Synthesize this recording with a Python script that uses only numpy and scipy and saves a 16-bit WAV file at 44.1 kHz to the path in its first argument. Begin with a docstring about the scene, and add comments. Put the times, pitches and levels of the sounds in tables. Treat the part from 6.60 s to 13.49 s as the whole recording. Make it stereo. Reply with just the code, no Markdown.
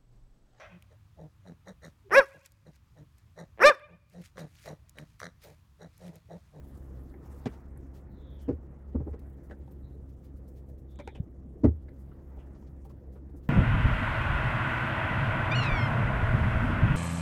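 """Feet and hooves thump a stable floor and boards while a pony has its hoof boots fitted on shavings:
each thump is a soft pulse times a sine, with filtered noise exciting damped board modes, and low booms.
Hands tap and brush the hoof: resonances rung by short noise, and brief hisses. Shavings shuffle and
crackle, cloth rustles and faint whistles slide, all as shaped noise. A distant motor hums, as a wavering
sine with overtones, under a dull rumble of noise."""
import sys
import numpy as np
from scipy import signal
from scipy.io import wavfile

SR = 44100
rng = np.random.default_rng(int(sys.argv[2]) if len(sys.argv) > 2 else 0)


def ratio_of_db(decibels):
    """Turn decibels (scalar or array-like) into linear amplitude factors; 0 dB maps to 1."""
    return 10 ** (np.asarray(decibels, float) / 20)


def dump_mix(stems):
    """Bounce the given channels to the path in sys.argv[1] as a 16-bit WAV at rate SR."""
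    frames = np.atleast_2d(stems).T  # one column per channel
    limited = np.clip(frames, -1, 1)  # hard clip at full scale
    pcm = np.round(limited * 32767).astype(np.int16)
    wavfile.write(sys.argv[1], SR, pcm)


N = 303849   # samples


def rms_one(x):
    """Energy normalisation: scale to unit rms."""
    return x / np.sqrt(np.mean(x ** 2) + 1e-20)


def in_time(rows):
    """Linear interpolation: table columns become sample-by-sample curves."""
    s, *columns = np.transpose(rows)
    return [np.interp(np.arange(N) / SR, s, c) for c in columns]


def at_hz(points, hz):
    """Logarithmic frequency scale: read a spectrum by interpolating along it."""
    f, value = np.transpose(points)
    return np.interp(np.log(hz), np.log(f), value)


def band(x, low_hz, high_hz):
    """Band limitation: a Butterworth band-pass."""
    edges = [low_hz, min(high_hz, .45 * SR)]
    return signal.sosfilt(signal.butter(2, edges, "band", fs=SR, output="sos"), x)


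def pan(db):
    """Interaural level difference: left and right gains, left louder when positive."""
    return ratio_of_db([[db / 2], [-db / 2]])


def drift(rate_hz):
    """Low-pass random process: a slow wander of unit rms, drawn at every 40th sample."""
    r = np.exp(-80 * np.pi * rate_hz / SR)
    white = rng.standard_normal(N // 40 + 2002)
    slow = signal.lfilter([1], [1, -2 * r, r * r], white)[2000:]   # drop the settling part
    return np.interp(np.arange(N) / 40, np.arange(len(slow)), rms_one(slow))


def ring(push, hz, t60):
    """Damped resonance: a unit click starts a sine of height 1 that falls 60 dB in t60 seconds."""
    r, w = ratio_of_db(-60 / (t60 * SR)), 2 * np.pi * hz / SR
    return signal.lfilter([0, np.sin(w)], [1, -2 * r * np.cos(w), r * r], push + 1e-18)


def add(out, s, sound):
    """Superposition: mix a short sound in at s seconds."""
    i = max(int(s * SR), 0)
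    out[:, i:i + sound.shape[-1]] += sound[..., :N - i]


def swell(t, rise_s, fall_s):
    """Exponential relaxation: a smooth rise and an exponential fall, with peak 1."""
    shape = (1 - np.exp(-t / rise_s)) ** 2 * np.exp(-t / fall_s)
    return shape / shape.max()


def two_ports(noise, hz):
    """Spatial coherence: shared and separate noises, mixed to the left-right likeness at this pitch."""
    alike_below_hz = 880
    alike = min((alike_below_hz / hz) ** 2.0, 1)
    return np.sqrt(alike) * noise[0] + np.sqrt(1 - alike) * noise[1:]


# left-right likeness of the diffuse noises: f/Hz, correlation [-1 to 1]
COHERENCE = [(30, 0.096), (70, 0.42), (250, 0.98), (500, 0.96), (1000, 0.29), (3000, 0), (15000, 0)]


def banded_noise(spectrum, patchy_db):
    """Spatial coherence by band: half-octave stereo noises that flicker together and apart; rms 1."""
    out, together = 0, drift(10.0)
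    lowest, highest = spectrum[0][0], spectrum[-1][0]
    edges = lowest * 2 ** np.arange(0, np.log2(highest / lowest) + .5, .5)
    white = rng.standard_normal((2, 2, N))
    for k, (low, high) in enumerate(zip(edges, edges[1:])):
        mid, side = band(white[k % 2], low, high)   # neighbouring bands use separate noise
        hz = np.sqrt(low * high)
        alike = np.clip(at_hz(COHERENCE, hz), -1, 1)
        flicker_db = patchy_db * (together + 3.4 * drift(12.0))
        gain = ratio_of_db(at_hz(spectrum, hz) + flicker_db)
        out = out + gain * (np.sqrt(1 + alike) * mid + np.sqrt(1 - alike) * side * [[1], [-1]])
    return rms_one(out)


def across(x):
    """Interaural time difference: airborne sound reaches the right a little later."""
    lag = round(.00032 * SR)   # s to samples
    return np.array([x[0], np.concatenate([x[1, :lag], x[1, :N - lag]])])


def stall(x):
    """Diffuse reverberation: dull echoes of the block walls, different in each ear."""
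    t60_s, first_echo_s = 0.089, .004
    t = np.arange(int(.3 * SR)) / SR
    tail = band(rng.standard_normal((2, len(t))), 460, 2800) * ratio_of_db(-60 * t / t60_s) * (t > first_echo_s)
    tail /= np.sqrt(np.sum(tail ** 2, axis=1, keepdims=True))   # unit energy
    return signal.fftconvolve(x * np.ones((2, 1)), tail, axes=1)[:, :N]


# dull rumble: f/Hz, relative spectral density/dB
RUMBLE_SPECTRUM = [(12, -28), (20, -15), (48, 1.5), (75, -2.5), (113, -8.5), (317, -14.5), (552, -21),
                   (718, -35.5), (800, -36), (1040, -55), (1760, -120)]


def rumble():
    """Broadband noise source: a rumble whose bands flicker slightly."""
    return ratio_of_db(-48.5) * banded_noise(RUMBLE_SPECTRUM, patchy_db=.6)


# motor hum, its pitch sagging early: t/s, fundamental f/Hz, level/dB
HUM_COURSE = [(0, 70.4, -48.5), (.4, 63.25, -44.5), (.6, 68.02, -48), (1.9, 68.25, -48.5),
              (2.7, 68.1, -47.5), (4.4, 66.56, -48.5), (6.89, 67.17, -46.5)]
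# overtones: multiple of the fundamental [1], level/dB re fundamental
HUM_OVERTONES = [(2, -10), (3, -17), (4, -17), (5, -17)]


def hum():
    """Harmonic series: a far motor's wavering sine and overtones, in step so that crests are peaked."""
    hz, level_db = in_time(HUM_COURSE)
    turn = 2 * np.pi * np.cumsum(hz + 0.724 * drift(2.98)) / SR
    first = ratio_of_db(level_db + 1.5 * drift(5.8)) * np.sin(turn)
    overtones = 0
    for k, db in HUM_OVERTONES:
        overtones = overtones + ratio_of_db(level_db + db + 1.4 * drift(3.6)) * np.cos(k * (turn - np.pi / 2))
    return np.sqrt(2) * (first + overtones)   # rms to peak


# far, blurred whistles, perhaps a bird outside: t/s, length/s, first f/Hz, last f/Hz, level/dB
WHISTLE_GLIDES = [(1.49, 0.17, 4080, 3740, -83), (1.558, 0.28, 3680, 3390, -73.5),
                  (1.76, 0.14, 3380, 2980, -77.5), (3.22, .08, 3950, 3920, -80),
                  (3.31, 0.056, 3950, 4000, -86), (4.278, 0.34, 3580, 3480, -73.5)]


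def whistles():
    """Narrow-band modulation: air noise slides a little in pitch, swelling and fading."""
    out = np.zeros((1, N))
    smooth = signal.butter(2, 210, fs=SR, output="sos")   # Hz to either side of the pitch
    for s, length, first_hz, last_hz, db in WHISTLE_GLIDES:
        a, b = signal.sosfilt(smooth, rng.standard_normal((2, SR // 2)))
        along = np.minimum(np.arange(SR // 2) / (length * SR), 1)
        turn = 2 * np.pi * np.cumsum(first_hz + (last_hz - first_hz) * along) / SR
        air = rms_one(a * np.cos(turn) + b * np.sin(turn))
        add(out, s, ratio_of_db(db) * np.sin(np.pi * along) ** 0.64 * air)
    return out * pan(4)


# colour of cloth rustle: f/Hz, relative spectral density/dB
RUSTLE_SPECTRUM = [(1290, -44.5), (2200, -11), (3470, -3), (5860, -12.5), (6470, 2), (9020, -8),
                   (15100, -7), (16000, -4.5)]
# cloth rustling, strongest while the handler walks past: t/s, level/dB
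RUSTLE_COURSE = [(0, -70.5), (.45, -73), (.58, -78.5), (.66, -68), (.95, -71.5), (1.05, -79.5),
                 (2.3, -82.5), (2.8, -78), (4.5, -82.5), (5.2, -82.5), (5.5, -78), (6.89, -82)]


def rustle():
    """Amplitude-modulated noise: cloth folds make the hiss grainy."""
    (level_db,) = in_time(RUSTLE_COURSE)
    return ratio_of_db(level_db) * banded_noise(RUSTLE_SPECTRUM, patchy_db=.8) * ratio_of_db(1.8 * drift(45))


def crackle():
    """Poisson impulse process: shavings snap underfoot as small dull grains of uneven size."""
    snaps_per_s = 25
    snaps = rng.random(N) < snaps_per_s / SR
    sizes = ratio_of_db(4.8 * np.minimum(rng.exponential(1, N), 3.0))
    decay = np.exp(-np.arange(600) / (0.0031 * SR))
    grains = np.convolve(snaps * sizes, decay)[:N] * rng.standard_normal(N)
    return ratio_of_db(-12) * rms_one(band(band(grains, 500, 1800), 400, 2000))


# colour of feet in bedding: f/Hz, relative spectral density/dB
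SHUFFLE_SPECTRUM = [(350, -31.5), (600, -0.5), (1300, -6), (2000, -13), (2800, -21)]
# feet shuffling in the bedding: t/s, level/dB
SHUFFLE_COURSE = [(0, -63.5), (.55, -65.5), (.68, -60), (.95, -58.5), (1.07, -64), (2.6, -65), (3.3, -70.5),
                  (5.2, -73.5), (5.45, -66.5), (5.9, -64), (6.3, -72), (6.89, -69.5)]


def shuffle():
    """Friction noise: feet rush through the bedding, with crackle under a steep treble edge."""
    (level_db,) = in_time(SHUFFLE_COURSE)
    rush = ratio_of_db(level_db) * (banded_noise(SHUFFLE_SPECTRUM, patchy_db=.6) + crackle())
    return signal.sosfilt(signal.butter(6, 2300, fs=SR, output="sos"), rush)


# brush strokes and cloth scuffs: t/s (starts 8 ms sooner), level/dB, low part level/dB re hiss,
# nominal length/s
STROKES = [(0.179, -58, -14, 0.0084), (0.784, -62.5, -21, 0.026), (0.913, -68.5, 6, 0.053),
           (1.3394, -62, 1, 0.051), (1.795, -76.5, 13.5, 0.031), (1.816, -61.5, -29, 0.028),
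           (2.598, -58.5, -2, 0.0094), (2.836, -65.5, -13, 0.03), (3.114, -63, -5, 0.018),
           (3.492, -68, 0, 0.022), (3.642, -63, -0.5, 0.028), (3.766, -66, -5, 0.024),
           (3.884, -60.5, -37, 0.017), (3.961, -64, -1.5, 0.038), (4.091, -64, -5, 0.02),
           (4.186, -65, -5, 0.01983), (4.302, -67.5, -2, 0.034), (5.384, -67.5, -17, 0.044),
           (5.946, -76.5, 8, 0.0345), (6.069, -75.5, 9, 0.023), (6.251, -60, -4, 0.02),
           (6.298, -64, 1, 0.023), (6.525, -67.5, -4, 0.0362), (6.764, -63.5, -31, 0.027),
           (6.833, -66.5, 0.5, 0.038)]


def scuffs():
    """Friction noise: each stroke is a brief wide hiss, partly unlike in the two ears."""
    out, t = np.zeros((2, N)), np.arange(int(.2 * SR)) / SR
    for s, peak_db, low_db, length in STROKES:
        noise = rng.standard_normal((3, len(t)))
        noise = noise[:2] + 0.086 * noise[2]
        along = np.minimum(t / (1.9 * max(length, .004)), 1)
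        stroke = np.sin(np.pi * along ** 0.54) ** 2 + 0.19 * swell(t, 0.022, 0.036)
        hiss = rms_one(band(noise, 4530, 19000)) + ratio_of_db(low_db) * rms_one(band(noise, 970, 7100))
        add(out, s - .008, ratio_of_db(peak_db - 6.5) * stroke * hiss)   # allows for hiss peaks over rms
    return out


# taps on hoof and boot: t/s, ring level/dB, ring f/Hz, body level/dB re ring, crack level/dB re ring,
# crackle decay/s (at least 2 ms is used)
HOOF_TAPS = [(0.538, -54.5, 1860, 6.5, -12, 0.0062), (0.856, -32.5, 685, 2.5, -4.5, 0.0035),
             (1.173, -51.5, 10290, -30, -16, 0.0032), (2.895, -53.5, 1950, 6, -8, 0.0063),
             (2.906, -43, 1600, 3, -11, 0.012), (2.907, -70, 2920, -9, -5, 0.0053),
             (3.076, -55, 814, 4, -8.5, 0.0041), (3.114, -57, 13550, -20, -20, .01),
             (4.357, -58.5, 7100, -25, 0, 0.0018), (4.388, -47.5, 850, 8.5, 3, 0.0049),
             (4.395, -45.5, 2360, 9, 0.5, 0.0097), (4.475, -38, 830, 3.5, 6.5, 0.0018),
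             (4.481, -48, 2290, -14, -4, 0.008), (4.547, -50.5, 2900, 8.5, 1, 0.014),
             (5.256, -67, 1863, -5, -9, 0.0041), (5.28, -52.5, 1800, 3, -12, 0.0084),
             (5.288, -66, 4000, 3, -10, 0.0044), (5.514, -53.5, 1230, -12, -14, 0.0041),
             (5.769, -63, 796, 15, -10, 0.0087), (5.78, -65.5, 3020, -11, 5.5, 0.031),
             (6.024, -54, 950, 8.5, -18, 0.0024), (6.249, -51.5, 897, -12, -17, 0.0075),
             (6.297, -59, 1030, 6, -12, 0.01), (6.55, -65, 1200, 18.5, -6, 0.021),
             (6.694, -63, 800, 10, -16, 0.0036)]


def taps():
    """Forced resonance: a noise crackle rings one short mode over a wide crack and a small body thud."""
    out, t = np.zeros((2, N)), np.arange(int(.12 * SR)) / SR
    for s, peak_db, hz, body_db, crack_db, length in HOOF_TAPS:
        length = max(length, .002)
        # longer crackles build up slower, all stop short
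        stop = np.cos(np.pi / 2 * np.minimum(t / (3.9 * length), 1))
        noise = rng.standard_normal((3, len(t))) * swell(t, 0.26 * length, length) * stop
        push = band(two_ports(noise, hz), .8 * hz, 1.25 * hz)
        note = ring(push, hz, 10 / hz)   # falls 60 dB in ten cycles
        wide = two_ports(noise, 2300)
        crack = band(wide, 1190, 3640) + 0.17 * band(wide, 3600, 6800)
        body = band(noise[0], 194, 556)
        tap = note / abs(note).max()
        tap = tap + ratio_of_db(crack_db) * crack / abs(crack).max()
        tap = tap + ratio_of_db(body_db) * pan(-4) * body / abs(body).max()
        add(out, s, ratio_of_db(peak_db) * tap)
    return out


def jolt():
    """Near-field push: a short swing almost only on the left, then a fainter one that lingers."""
    start_s, level_db, hz, length_s, pan_db = 4.596, -28.5, 124, 0.018, 25
    after_db, after_hz, after_t60_s = -15.5, 94.6, 0.065
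    out, t = np.zeros((2, N)), np.arange(int(.3 * SR)) / SR
    push = np.sin(np.pi * np.minimum(t / length_s, 1)) ** 3.3 * np.sin(2 * np.pi * hz * t)
    linger = swell(t, 0.0049, after_t60_s / np.log(1000)) * np.sin(2 * np.pi * after_hz * t)
    gain = ratio_of_db(level_db) * pan(pan_db)
    add(out, start_s, gain * push)
    add(out, start_s + length_s, gain * ratio_of_db(after_db) * linger)
    return out


# low booms of floor and partition: t/s, level/dB, f/Hz, decay by 60 dB/s
FLOOR_BOOMS = [(0.859, -26, 125, 0.063), (1.89, -29, 118, 0.17), (1.917, -32.5, 76.4, 0.29),
               (2.352, -25.5, 74.7, 0.47), (2.403, -28.5, 128, 0.091), (2.512, -32, 69.5, 0.14),
               (5.042, -16, 108.7, 0.19), (5.063, -16.5, 77.6, 0.26)]


def booms():
    """Damped modal vibration: floor and partition swing deep and clean after a heavy landing."""
    out, t = np.zeros((2, N)), np.arange(int(.5 * SR)) / SR
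    for s, peak_db, hz, t60 in FLOOR_BOOMS:
        rise_s = 0.22 / hz   # cycles to s
        swing = swell(t, rise_s, t60 / np.log(1000)) * np.sin(2 * np.pi * hz * t)
        add(out, s, ratio_of_db(peak_db) * pan(-3) * swing)
    return out


# landings of feet and hooves: t/s (starts 5 ms sooner), knock level/dB, knock f/Hz,
# boards level/dB re knock, grit level/dB re knock
LANDINGS = [(0.861, -26.5, 238, -3, -21), (1.884, -23.5, 273, -1.5, -38), (1.9, -25, 351.5, -4.5, -41.5),
            (1.924, -39.5, 286, -5, -32), (2.35, -24, 238, -5.5, -59), (2.4, -36.5, 290, -0.5, -39),
            (2.469, -36, 307, 2, -52), (2.533, -47, 446.6, 11, -21.5), (4.672, -45, 325, -9, -37),
            (4.855, -46, 241, -12, -51.5), (5.039, -13, 300, -0.5, -40.5), (5.046, -16.5, 235, -7, -39),
            (5.076, -27, 250, -7, -43), (6.625, -46, 300, -10, -50), (6.741, -43.5, 280.3, -5, -50)]
# what the boards ring with: f/Hz, relative level/dB, decay by 60 dB/s
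BOARD_MODES = [(202, -1, 0.11), (250, -1, 0.093), (300, -6, 0.12), (346, -3, 0.11), (425, 6.5, 0.045),
               (473, -4, 0.077), (570, -20.5, 0.033), (806, -15.5, 0.064), (1040, -39, 0.025),
               (1270, -27, 0.058)]


def thumps():
    """Impact excitation: weight on a soft contact gives a knock of a few cycles, shaken boards and grit."""
    contact_s, boards_pan_db = 0.026, -5   # the boards ring further to the right than the knock
    out, t = np.zeros((2, N)), np.arange(int(.3 * SR)) / SR
    press = np.sin(np.pi * np.minimum(t / contact_s, 1)) ** 0.98
    for s, peak_db, hz, boards_db, grit_db in LANDINGS:
        noise = rng.standard_normal((3, len(t)))
        loose = two_ports(noise, 2000)
        knock = press * np.sin(2 * np.pi * hz * t)
        shake = band(press * noise[0], 150, 1100)   # uneven, padded contact
        boards = sum(ratio_of_db(db) * ring(shake, f, t60) for f, db, t60 in BOARD_MODES)
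        boards = pan(boards_pan_db) * boards / abs(boards).max()
        grit = rms_one(band(loose, 880, 2600) + 0.18 * band(loose, 2600, 5400))
        grit = (press + 0.42 * swell(t, 0.0036, 0.012)) * grit
        thump = knock + ratio_of_db(boards_db) * boards + ratio_of_db(grit_db) * grit
        add(out, s - .005, ratio_of_db(peak_db) * thump)
    return out


def scene():
    """Superposition: blows through the floor shake both sides at once, airborne layers lag on the right."""
    blows = thumps() * pan(-1)
    light = taps() * pan(1.5) + whistles()
    low = (hum() + rumble()) * pan(-1)
    soft = shuffle() + rustle()
    airborne = scuffs() * pan(3) + low + soft
    echoes = ratio_of_db(-13.5) * stall(blows + light)
    return blows + light + booms() + jolt() + echoes + across(airborne)


def low_pass(x):
    """Removes everything above the highest recorded frequency."""
    return signal.sosfilt(signal.butter(12, 15850, fs=SR, output="sos"), x)


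def record(dry):
    """Linear superposition is complete here: the finished stereo mix is handed on."""
    return low_pass(dry)


dry = scene()
out = record(dry)
dump_mix(out)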